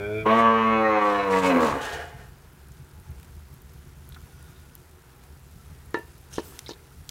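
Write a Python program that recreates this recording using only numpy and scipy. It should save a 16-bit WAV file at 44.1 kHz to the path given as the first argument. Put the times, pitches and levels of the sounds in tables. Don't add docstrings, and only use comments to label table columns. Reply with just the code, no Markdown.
import sys
import numpy as np
from scipy import signal
from scipy.fft import rfft, irfft, next_fast_len
from scipy.io import wavfile
from scipy.ndimage import uniform_filter1d, map_coordinates

SR = 44100
rng = np.random.default_rng(int(sys.argv[2]) if len(sys.argv) > 2 else 0)


def int16_out(signal):
    q = np.round(np.clip(np.atleast_2d(signal).T, -1, 1) * 32767)
    wavfile.write(sys.argv[1], SR, q.astype(np.int16))


def boost(x):
    u = np.asarray(x, float) / 20
    return 10 ** u


N = 313110
TIME = np.arange(N) / SR

# [time_s, pitch_hz, effort_db, brightness_db]
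HUM = [
    (0, 100.2, -43, -12.5),
    (.188, 108.9, -47, 3),
    (.245, 108.7, -54, 2),
]
# [time_s, pitch_hz, effort_db, brightness_db]
OPEN_CALL = [
    (0.261, 107.9, -20, 6.5),
    (.385, 115, -20, 0),
    (.5, 113.1, -20.5, -1.5),
    (.85, 110, -24.5, 4),
    (1.037, 103.4, -25, 4),
    (1.136, 101.9, -24.5, 6.5),
    (1.51, 90.06, -27.5, 8),
    (1.64, 77.74, -26, -6.5),
    (1.765, 67.5, -38.5, -10),
]
# [start_s, end_s]
MOUTH_OPENS = (0.225, 0.252)
# [start_s, end_s]
THROAT_SLACKENS = (0.704, 0.82)
# [frequency_hz, gain_db]
NOSE = [(410, -46.5), (700, -8.5), (1150, -26), (1400, -10.5), (1600, -13.5), (2000, -18), (2250, -5),
        (2360, 7), (2600, -20), (2940, -38), (3200, -15), (3420, -10.5), (3960, -51), (4300, -31.5),
        (5590, -37.5), (9460, -93)]
# [frequency_hz, gain_db]
BELLOW = [(410, -31.5), (700, -11.5), (881, 1), (1150, 5.5), (1450, -13.5), (1560, -7.5), (1720, -13.5),
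          (1950, -12.5), (2070, -16), (2890, -20.5), (3960, -33), (5080, -45), (5700, -40.5), (6900, -44.5),
          (8970, -91.5), (15200, -120)]
# [frequency_hz, gain_db]
GROAN = [(350, -50), (600, 7), (807, 2.5), (912, 8), (1140, 7.5), (1490, -5.5), (2590, -18), (2870, -25),
         (3700, -30), (4100, -26), (4680, -39), (6900, -37), (8970, -79), (15200, -120)]
# [centre_hz, half_width_hz, gain_db]
MOUTH_RIDGES = [(1110.5, 30, 7.5), (1582, 22, 8.5), (1995, 59, 3.5), (2200, 35, 12.5), (2551, 51, 10),
                (2916, 38, 12.5), (3420, 150, 4.5), (4000, 20, 11)]
# [start_hz, end_hz, half_width_hz, gain_db]
NOSE_GLIDE = (1574, 1320, 70, 12.8)
# [centre_hz, width_hz, level_over_effort_db]
LOW_NOSE = [(110.5, 11, 13), (217, 36, 1.5), (332, 22, 11), (432, 63, 14.5), (640, 66, 6.5)]
# [centre_hz, width_hz, level_over_effort_db]
LOW_MOUTH = [(109.6, 62, -22), (225, 27, -4), (326.5, 12.7, -12), (445, 44, -6), (552, 76, -10),
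             (712.4, 40.3, 0)]
# [centre_hz, width_hz, level_over_effort_db]
LOW_SLACK = [(94, 14, -18.5), (138.6, 22, -6.5), (186, 23.4, -5), (226, 8.2, -0.5), (257.6, 26.7, 7.5),
             (333, 71, -5.5), (478.5, 76, 2), (543.6, 17, 2.5)]
# [time_s, depth_db, half_length_s]
FALTERS = [
    (1.003, 4.5, 0.011),
    (1.244, 4.5, 0.062),
    (1.411, 4.5, 0.022),
    (1.656, 2, 0.026),
]
# [time_s, half_length_s, centre_hz, gain_db]
SWAYS = [(0.258, 0.033, 220, -5), (.272, .025, 820, -26), (.272, .018, 1260, -14.5), (0.32, .012, 1200, -7),
         (0.32, .03, 667, 14.5), (0.38, 0.054, 340, 13), (0.51, 0.027, 925, 3), (0.36, 0.027, 1033, -17),
         (.268, 0.0057, 445, 9), (.54, 0.047, 1125, -1), (0.655, .045, 560, -15),
         (0.714, 0.074, 885, -11.5), (0.71, .07, 1122, 1), (0.692, 0.053, 1570, -12),
         (0.764, 0.14, 1330, 10), (0.86, 0.065, 1000, -12), (.8, 0.092, 720, 13), (.8, .04, 1105, -4),
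         (0.972, 0.076, 740, 7), (1.04, 0.025, 1150, 6), (1, 0.054, 310, -1), (1.078, 0.081, 103, -7),
         (1.17, 0.07, 720, 10), (1.5, 0.021, 1120, -3), (1.23, 0.062, 790, -14), (1.34, 0.072, 946, 10.5),
         (1.32, 0.092, 190, 1.5), (1.27, 0.093, 900, -10), (1.37, 0.06, 1040, -18),
         (1.449, 0.022, 920, 11.5), (1.42, 0.12, 367.8, -22.5), (1.52, 0.02, 720, 11),
         (1.6, .03, 1140, 3.5), (0.46, .04, 1145, 2.5), (.3, 0.018, 2200, 5), (.31, .03, 1540, 3),
         (0.41, .1, 1920, 8.5), (0.31, .08, 2370, -5), (0.59, 0.11, 1800, 4.5), (.77, 0.043, 2530, 12.5),
         (.86, 0.031, 1870, 14.5), (0.69, .06, 2130, 14), (0.73, .08, 1700, -8.5), (1.1, 0.037, 3100, -11),
         (1.03, .04, 1860, 11), (0.99, 0.053, 1800, 2), (1.18, 0.12, 1630, -20), (1.35, 0.057, 2000, 5.5),
         (1.36, .05, 1700, 6), (1.64, 0.068, 1650, 23)]
# [start_s, attack_s, hold_s, level_db, fall_db_per_s]
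SIGH = [
    (1.6, 0.048, 0.36, -32.5, 114),
    (1.74, 0.048, 0.05, -44, 100),
    (2.15, 0.047, 0.018, -49, 151),
]
# [centre_hz, width_hz, gain_db]
SIGH_THROAT = [(439.5, 81, -2.5), (699, 15.6, 3), (856, 22, 2.5), (1167, 25, -6.5), (1480, 130, -5.5),
               (1665, 35, 0), (1820, 41, -3), (2200, 33, -14), (2200, 31, -14), (2480, 80, -12),
               (2900, 63, -10), (3420, 48, -46)]
# [start_s, attack_s, hold_s, level_db, fall_db_per_s]
STRAW = [
    (.325, 0.071, 0.0012, -46.5, 292),
    (.97, 0.078, 0.0012, -49, 31),
    (1.3, 0.013, 0.083, -44, 164),
    (1.42, 0.041, 0.0075, -38, 210),
    (1.6, 0.0072, 0.09, -41.5, 176),
    (1.808, 0.0093, 0.042, -42.5, 144),
    (1.898, 0.027, 0.0037, -50.5, 86),
    (2.14, 0.065, 0.039, -67.5, 170),
]
# [frequency_hz, density_db_per_hz]
STRAW_TONE = [(1470, -39), (2500, -6.5), (3010, -0.5), (4030, -7.5), (7530, -9.5), (13100, -22),
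              (15800, -25)]
# [time_s, level_db, softness_hz, damping_by_stew (1 = free rim)]
KNOCKS = [
    (5.9433, -19, 2560, 0.96),
    (5.972, -23.5, 498, 1.3),
    (5.993, -31, 500, 1.8),
    (6.3822, -12, 950, 3.4),
    (6.3939, -20, 500, 1.3),
    (6.691, -30, 1205, 1.5),
    (6.708, -28.5, 500, 0.92),
]
# [pitch_hz, level_db, t60_s]
POT_MODES = [(349, 1, 0.053), (429.5, -0.5, 0.068), (874, -10.5, 0.088), (945, -7, 0.16), (990, -14, 0.1),
             (1280, -10, 0.053), (1366, -10, 0.098), (1760, -4.5, 0.17), (1786, -8.5, 0.19),
             (1874, -5, 0.073), (2755, -27.5, 0.47), (2810, -34, 0.32), (3850, -11, 0.087),
             (4300, -4, 0.035)]
# [time_s, level_db]
SNAPS = [
    (6.591, -28),
    (7.092, -26),
]
# [frequency_hz, density_db_per_hz]
SNAP_TONE = [(350, -41), (600, -11), (1350, -6), (1790, -9), (2590, -8.5), (3140, -1), (4670, -5),
             (6400, -2.5), (15800, -17.5)]
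# [start_s, attack_s, hold_s, level_db, fall_db_per_s]
SCRAPE = [
    (6.31, 0.023, 0.06, -44, 370),
    (6.43, 0.022, 0.006, -69, 80),
]
# [frequency_hz, density_db_per_hz]
GRIT_TONE = [(880, -9), (1500, 2), (1830, -2), (2080, -14), (2960, 2), (3940, -1), (4840, -6), (6320, -2),
             (11900, -11), (15800, -48)]
# [start_s, attack_s, hold_s, level_db, fall_db_per_s]
SCRAPE_FIZZ = [
    (6.31, 0.013, 0, -58.5, 200),
    (6.42, 0.027, 0, -49, 131.5),
]
# [time_s, peak_db, pitch_hz, t60_s]
CATCHES = [(6.328, -38, 2790, 0.012), (6.338, -30, 5830, 0.027), (6.356, -38, 6100, 0.042),
           (6.374, -35, 3620, 0.02), (6.333, -36, 5600, .015), (6.342, -37, 3400, .015),
           (6.36, -39.5, 3200, .02), (6.367, -39.5, 5600, .015), (6.38, -37, 5500, .015),
           (6.401, -38.5, 5650, .02), (6.407, -39.5, 3900, 0.014), (6.45, -48, 5000, .02),
           (6.468, -43, 5000, .025), (6.388, -33.5, 4160, 0.034), (6.3957, -38.5, 4140, 0.023),
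           (6.662, -36, 3800, 0.098), (6.6833, -36.5, 5000, 0.056), (6.69, -32.5, 6100, 0.046),
           (6.7, -35, 4830, 0.033), (6.718, -37, 4430, .03), (6.67, -41, 2100, 0.052),
           (6.693, -33, 4000, 0.055), (6.708, -28.5, 4000, 0.056), (6.7337, -35, 4000, 0.028)]
# [time_s, peak_db, pitch_hz, t60_s]
TICKS = [(4.122, -42, 3600, 0.025), (4.145, -34, 3600, 0.029), (4.162, -38, 1370, 0.09),
         (4.27, -40, 900, 0.031), (4.043, -48.5, 3600, .015), (4.225, -48, 2800, .015),
         (4.255, -45, 2700, .015), (4.562, -47, 3600, .02), (4.697, -47.5, 2800, 0.018),
         (4.755, -46, 3200, .015), (6.915, -50, 1300, .03), (6.522, -41, 1110, 0.022),
         (6.76, -41.5, 1800, 0.021), (6.792, -46, 2200, .015)]
# [time_s, peak_db, pitch_hz, t60_s]
CLICKS = [
    (3.198, -37, 1490, 0.016),
    (3.229, -37.5, 1750, 0.02),
    (3.2456, -38.5, 1200, .015),
    (4.145, -42, 1500, .025),
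    (5.704, -45, 1500, .015),
    (5.236, -37, 1010, 0.018),
]
# [start_s, length_s, pitch_hz, level_db, unsteadiness_share]
CREAKS = [
    (4.08, 0.73, 1450, -63.5, .014),
    (5.58, 0.14, 1330, -61, .008),
    (5.695, 0.25, 1870, -66, .02),
    (1.87, 4, 363, -66, .012),
    (5.606, 0.32, 420, -63, .03),
    (4.2, 0.45, 3700, -69, .04),
    (4.3, .25, 4900, -72, .035),
    (4.25, .25, 5900, -71, .03),
    (2.73, .55, 850, -66, .03),
]
# [time_s, sizzle_db]
SIMMER = [
    (.2, -59),
    (2.35, -62),
    (3.96, -61.5),
    (4.45, -59),
    (4.98, -62),
    (6.32, -60),
    (6.54, -53.5),
    (6.77, -60.5),
]
# [frequency_hz, density_db_per_hz]
SIZZLE_TONE = [(1200, -16), (2000, -9), (2600, -4.5), (4750, -4), (9400, -5.5), (10000, -3), (10700, -6),
               (13800, -6.5), (15800, -10.5)]
# [time_s, draught_db]
FIRE = [(0, -45), (.35, -45), (.7, -49), (1.2, -49.5), (1.72, -43), (2.57, -48.5), (3.2, -44), (3.6, -46.5),
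        (3.9, -46), (4.6, -46), (5.1, -51.5), (5.83, -44), (6.15, -48), (6.35, -45.5), (6.74, -48.5),
        (7.1, -46.5)]
# [frequency_hz, density_db_per_hz]
DRAUGHT_TONE = [(15, -57.5), (25, 0), (43, -5.5), (80, 2), (103, -16), (129, -3.5), (200, -18.5),
                (300, -27), (390, -40.5), (660, -120)]
# [time_s, peak_db, pitch_hz]
CRACKLES = [(2.6856, -42.5, 10500), (2.7203, -39, 7020), (2.8234, -47.5, 5060), (2.9995, -42.5, 9800),
            (3.1068, -39, 12800), (3.5406, -37.5, 12400), (3.6194, -36.5, 14500), (3.6958, -43, 5540),
            (3.7353, -40.5, 12800), (4.091, -31, 11600), (4.4272, -37, 9400), (4.753, -28, 11700),
            (5.3262, -49.5, 5600), (5.433, -46.5, 7560), (5.8598, -40.5, 10300), (5.907, -40.5, 10900),
            (5.942, -35, 6000), (5.9897, -36.5, 11900), (6.1814, -43.5, 13500), (6.313, -54.5, 6010)]
# [frequency_hz, density_db_per_hz]
YARD_TONE = [(150, -39.5), (250, -2), (321, -6), (387, 1.5), (416, -6.5), (462, -0.5), (518, -9),
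             (936, -6.5), (1160, -9), (1360, -6.5), (1940, -12), (2410, -15), (3000, -20), (3900, -24),
             (6600, -120)]
# [frequency_hz, t60_s]
WALLS = [(150, 0.73), (1000, 0.59), (4000, 0.048), (12000, 0.0046)]

CALL = HUM + OPEN_CALL
CLEAR_SHARE, HOARSE_SHARE, CRACK_HZ, CRACK_SPAN_HZ = .013, .45, 85.5, 6.5
BURST_SHARE, BURST_S = .07, .12
BREATH_GATING = 2
PHASE_SCATTER = .5
JAW_S, JAW_LOWER, JAW_DULL_DB = 0.024, 0.18, 17.5
# (start s, full s), share of the pitch, size scatter
FRAY_S, FRAY_SHARE, FRAY_DB = (.95, 1.3), .0055, 5.5
SWAY_HALF_WIDTH_HZ = 45
ATTACK_RISE_DB = 14
YARD_DB, YARD_FOLLOWS = -58.5, 0.61
TOP_HZ = 15870


def unit(x):
    return x / np.sqrt(np.mean(x ** 2) + 1e-20)


def along(points, hz):
    f, v = np.transpose(points)
    return np.interp(np.log(hz + 1), np.log(f + 1), v)


def curves(rows):
    s, *columns = np.transpose(rows)
    return [np.interp(TIME, s, column) for column in columns]


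def during(rows, fade_s):
    inside = np.minimum(TIME - rows[0][0], rows[-1][0] - TIME)
    return np.clip(1 + inside / fade_s, 0, 1)


def wobble(rate):
    knots = rng.standard_normal(int(N * rate / SR) + 4)
    return map_coordinates(knots, [TIME * rate])


def coloured(x, spectrum):
    m = 2 * next_fast_len(len(x) // 2 + 4096)
    gain = boost(along(spectrum, np.fft.rfftfreq(m, 1 / SR)))
    cepstrum = irfft(np.log(gain + 1e-6), m)
    cepstrum[1:m // 2] *= 2
    cepstrum[m // 2 + 1:] = 0
    return irfft(rfft(x, m) * np.exp(rfft(cepstrum)), m)[:len(x)]


def rush(spectrum, patchy_db, grit_db):
    z = signal.stft(rng.standard_normal(N), nperseg=512)[2]
    field = uniform_filter1d(rng.standard_normal(z.shape), size=6, axis=0)
    field = uniform_filter1d(field, size=10, axis=1)
    noise = signal.istft(z * boost(patchy_db * unit(field)), nperseg=512)[1][:N]
    return unit(coloured(noise * boost(grit_db * wobble(900)), spectrum))


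def add(track, s, sound):
    part = track[round(s * SR):][:len(sound)]
    part += sound[:len(part)]


def strokes(rows):
    total = 0
    for s, attack, hold, db, fall in rows:
        rise_db = np.minimum(ATTACK_RISE_DB * ((TIME - s) / attack - 1), 0)
        fall_db = fall * np.maximum(TIME - s - attack - hold, 0)
        total = total + boost(db + rise_db - fall_db) * np.clip(1 + (TIME - s) / 0.0091, 0, 1)
    return total


def resonant(rows, hz):
    return np.sqrt(sum(boost(db) ** 2 / (1 + (2 * (hz - centre) / width) ** 2) ** 2 for centre, width, db in rows))


def head_sways(t, partial_hz):
    swayed_db = 0
    for s, half, centre, db in SWAYS:
        away = ((t[::8] - s) / half) ** 2 + ((partial_hz[:, ::8] - centre) / SWAY_HALF_WIDTH_HZ) ** 2
        swayed_db = swayed_db + db * np.exp(-away)
    return boost(swayed_db).repeat(8, axis=1)[:, :len(t)]


def drifting(t, partial_hz):
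    place = [partial_hz[:, ::8] / 70, t[::8] * 15 + np.zeros((len(partial_hz), 1))]
    values = map_coordinates(rng.standard_normal((110, 50)), place, order=1)
    return values.repeat(8, axis=1)[:, :len(t)]


def cow():
    n = round((CALL[-1][0] + 0.054) * SR)
    t = TIME[:n]
    hz, effort_db, bright_db = (c[:n] for c in curves(CALL))
    effort_db = effort_db - sum(db * np.exp(-((t - s) / half) ** 2) for s, db, half in FALTERS)
    effort = boost(effort_db)
    slack = np.interp(t, THROAT_SLACKENS, [0, 1])
    mouth = np.interp(t, MOUTH_OPENS, [0, 1])
    parted = np.interp(t, [HUM[-1][0], OPEN_CALL[0][0]], [0, 1])
    opened_s = t - OPEN_CALL[0][0]
    burst = np.exp(-np.abs(opened_s) / BURST_S)
    jaw = parted * np.exp(-np.maximum(opened_s, 0) / JAW_S)

    breath = CLEAR_SHARE + HOARSE_SHARE / (1 + np.exp((hz - CRACK_HZ) / CRACK_SPAN_HZ))
    breath = breath + parted * BURST_SHARE * burst
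    shake = breath * .012 + FRAY_SHARE * np.interp(t, FRAY_S, [0, 1])
    phase = 2 * np.pi * np.cumsum(hz * (1 + shake * wobble(45)[:n])) / SR
    k = np.arange(1, 64)[:, None]
    partial_hz = k * hz
    high = np.clip((partial_hz - 1300) / 500, 0, 1)

    opened_db = (1 - slack) * along(BELLOW, partial_hz * (1 + JAW_LOWER * jaw))
    opened_db += slack * along(GROAN, partial_hz)
    for centre, width, db in MOUTH_RIDGES:
        opened_db += db / (1 + ((partial_hz - centre) / width) ** 2)
    sinking_hz = np.interp(t, [0, HUM[-1][0]], NOSE_GLIDE[:2])
    glide_db = NOSE_GLIDE[3] / (1 + ((partial_hz - sinking_hz) / NOSE_GLIDE[2]) ** 2)
    nose_db = along(NOSE, partial_hz) + glide_db
    gain = boost((1 - mouth) * nose_db + mouth * opened_db)
    gain *= effort * np.sqrt(2 / np.sum(gain[6:14] ** 2, axis=0))
    gain *= boost((bright_db - JAW_DULL_DB * jaw) * high)

    low_hz = partial_hz[:6]
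    low = (1 - slack) * resonant(LOW_MOUTH, low_hz) + slack * resonant(LOW_SLACK, low_hz)
    low = parted * low + (1 - parted) ** 3 * resonant(LOW_NOSE, low_hz)
    gain[:6] = np.sqrt(2) * effort * low
    gain[6:8] += np.sqrt(2) * effort * slack * resonant(LOW_SLACK, partial_hz[6:8])
    gain[6:] *= np.sqrt(1 - breath)
    gain[:26] *= head_sways(t, partial_hz[:26])

    wax, slip = drifting(t, partial_hz), drifting(t, partial_hz)
    gain[6:] *= boost(((1.5 + 5.5 * high) * np.tanh(wax))[6:])
    slip = (.15 + .85 * mouth) * partial_hz / 1500 * slip * (k > 6)
    slip = slip * (1 + 1.5 * burst) * (1 - breath)
    slip = slip + 2 * np.pi * PHASE_SCATTER * rng.random((63, 1))
    fray_db = FRAY_DB * np.interp(t, FRAY_S, [.15, 1]) * np.tanh(wobble(80)[:n])
    gain *= boost(fray_db * np.clip((partial_hz - 800) / 1200, 0, 1))
    tone = np.sum(gain * np.cos(k * phase + slip), axis=0)

    gate = np.exp(BREATH_GATING * breath * np.cos(phase))
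    puffs = coloured(rng.standard_normal(n) * gate, [(700, -6.0), (1300, 0.5), (2500, 11.0), (5000, 9.5)])
    opened = (1 - slack) * unit(coloured(puffs, BELLOW)) + slack * unit(coloured(puffs, GROAN))
    air = mouth * opened + (1 - mouth) * unit(coloured(puffs, NOSE))
    rasp_tone = [(120, -12.0), (250, 7.5), (550, 18.5), (800, -23.5)]
    rasp = unit(coloured(rng.standard_normal(n) * gate, rasp_tone))
    low_rms = np.sqrt(np.sum(gain[1:6] ** 2, axis=0) / 2)
    voice = tone + np.sqrt(breath) * (effort * air + boost(-5.5) * low_rms * rasp)
    voice *= boost(2.5 * breath * wobble(70)[:n])
    return np.pad(voice, (0, N - n)) * during(CALL, 0.04)


def sigh():
    f = np.fft.rfftfreq(N, 1 / SR)
    throat, sign = 0, 1
    for centre, width, db in SIGH_THROAT:
        width = max(width, 28)
        throat = throat + sign * boost(db) * 1j * f * width / (centre ** 2 - f * f + 1j * f * width)
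        sign = -sign
    air = unit(irfft(rfft(rng.standard_normal(N)) * throat, N))
    chest = [(130, -20), (230, -8), (400, -3), (700, -5), (1200, -4), (2000, -8), (3500, -20), (6000, -60)]
    air += .45 * rush(chest, patchy_db=3, grit_db=1.5)
    return boost(-3.5) * strokes(SIGH) * air


def ladle():
    out, t = np.zeros(N), np.arange(SR // 3) / SR
    for s, db, soft_hz, damping in KNOCKS:
        ring = 0
        for hz, level, t60 in POT_MODES:
            fading = boost(level + rng.normal(0, 0.44) - 60 * t * damping / t60)
            ring = ring + fading / (1 + (hz / soft_hz) ** 3) * np.sin(2 * np.pi * hz * t)
        clunk_tone = [(150, -20), (350, 0), (soft_hz, -4), (3.3 * soft_hz, -30), (16000, -45)]
        clunk = unit(coloured(rng.standard_normal(len(t)), clunk_tone))
        crack = (boost(-12.0 - 60 * t / 0.021) + boost(-21 - 60 * t * damping / 0.18)) * clunk
        add(out, s, boost(db) * (crack - ring * (1 - np.exp(-t / 0.00091))))
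    for s, db in SNAPS:
        snap = unit(coloured(rng.standard_normal(len(t)), SNAP_TONE))
        add(out, s, boost(db - 60 * t / 0.013) * snap)
    grit = rush(GRIT_TONE, patchy_db=4, grit_db=3) * boost(2.5 * wobble(120))
    fizz = rush([(3000, -28.5), (8000, -10), (15800, -9)], patchy_db=-5.0, grit_db=-2.5)
    return out + boost(-2.0) * strokes(SCRAPE) * grit + boost(2.0) * strokes(SCRAPE_FIZZ) * fizz


def ticks():
    out, t = np.zeros(N), np.arange(SR // 10) / SR
    for rows, skirt in [(TICKS, 1), (CATCHES, 1.1), (CLICKS, .3)]:
        for s, db, hz, t60 in rows:
            tone = [(hz / 3, -30), (hz / 1.2, -13 * skirt), (hz, 0), (hz * 1.2, -13 * skirt), (hz * 3, -40 * skirt)]
            burst = unit(coloured(rng.standard_normal(len(t)) + 5 * (t == 0), tone))
            rise = 1 - np.exp(-t * hz)
            add(out, s, boost(db - 6.0 - 60 * t / t60) * rise * burst)
    return out


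def creaks():
    out = np.zeros(N)
    for s, length, hz, db, shake in CREAKS:
        arch = np.sin(np.pi * np.clip((TIME - s) / length, 0, 1))
        swell = np.sqrt(np.clip(arch, 0, 1))
        level = boost(db + 4 * wobble(30))
        phase = 2 * np.pi * np.cumsum(hz * (1 + shake * wobble(350))) / SR
        out += level * swell * np.sin(phase)
    return out


def straw():
    rustle = rush(STRAW_TONE, patchy_db=1.5, grit_db=2.5) * boost(1.2 * wobble(50))
    return boost(0.5) * strokes(STRAW) * rustle


def simmer():
    sizzle_db, = curves(SIMMER)
    ducked = np.interp(TIME, [.25, .5, 1.2, 1.9], [0, 1, 1, 0])
    level = boost(sizzle_db - 4 * ducked + .5 * wobble(20))
    out = level * rush(SIZZLE_TONE, patchy_db=.7, grit_db=2)
    bursts = rng.random(N) < 90 / SR
    bubbles = bursts * boost(np.minimum(2.8 * rng.exponential(size=N), 10) - 45)
    return out + coloured(bubbles, [(1000, -38.0), (6000, -19.5), (11000, 1), (16000, 1.0)])


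def fire():
    draught_db, = curves(FIRE)
    out = boost(draught_db + 0.5 + 2.0 * wobble(21)) * rush(DRAUGHT_TONE, patchy_db=0.5, grit_db=-4.5)
    t = np.arange(300) / SR
    for s, db, hz in CRACKLES:
        hiss = np.diff(rng.standard_normal(len(t) + 1))
        add(out, s, boost(db - 2 - 60 * t / .004) * (np.sin(2 * np.pi * hz * t) + .35 * hiss))
    return out


def yard():
    sizzle_db, = curves(SIMMER)
    level_db = YARD_DB + YARD_FOLLOWS * (sizzle_db - sizzle_db.mean())
    return boost(level_db + .6 * wobble(5)) * rush(YARD_TONE, patchy_db=.8, grit_db=1)


def walls(x):
    hz, t, z = signal.stft(rng.standard_normal(SR // 2), SR, nperseg=256)
    fading = boost(-60 * t / along(WALLS, hz)[:, None])
    tail = signal.istft(z * fading, SR, nperseg=256)[1]
    late = np.pad(x, (500, 0))
    return signal.fftconvolve(late, tail / np.linalg.norm(tail))[:N]


def scene():
    call = cow()
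    near = ladle() + ticks() + creaks()
    call_echo = boost(-14) * walls(coloured(call, [(250, -9), (900, -2), (1800, 0)]))
    near_echo = boost(-29.0) * walls(near)
    mix = call + call_echo + sigh() + near + near_echo + straw() + simmer() + fire() + yard()
    return mix[None]


def top_cut(x):
    return signal.sosfilt(signal.butter(12, 16650, fs=SR, output="sos"), x)


def record(dry):
    f = np.fft.rfftfreq(N, 1 / SR)
    bass_cut = f ** 4 / (f ** 4 + 40 ** 4)
    mix = irfft(rfft(dry) * (f < TOP_HZ) * bass_cut, N)
    return top_cut(mix)


dry = scene()
out = record(dry)
int16_out(out)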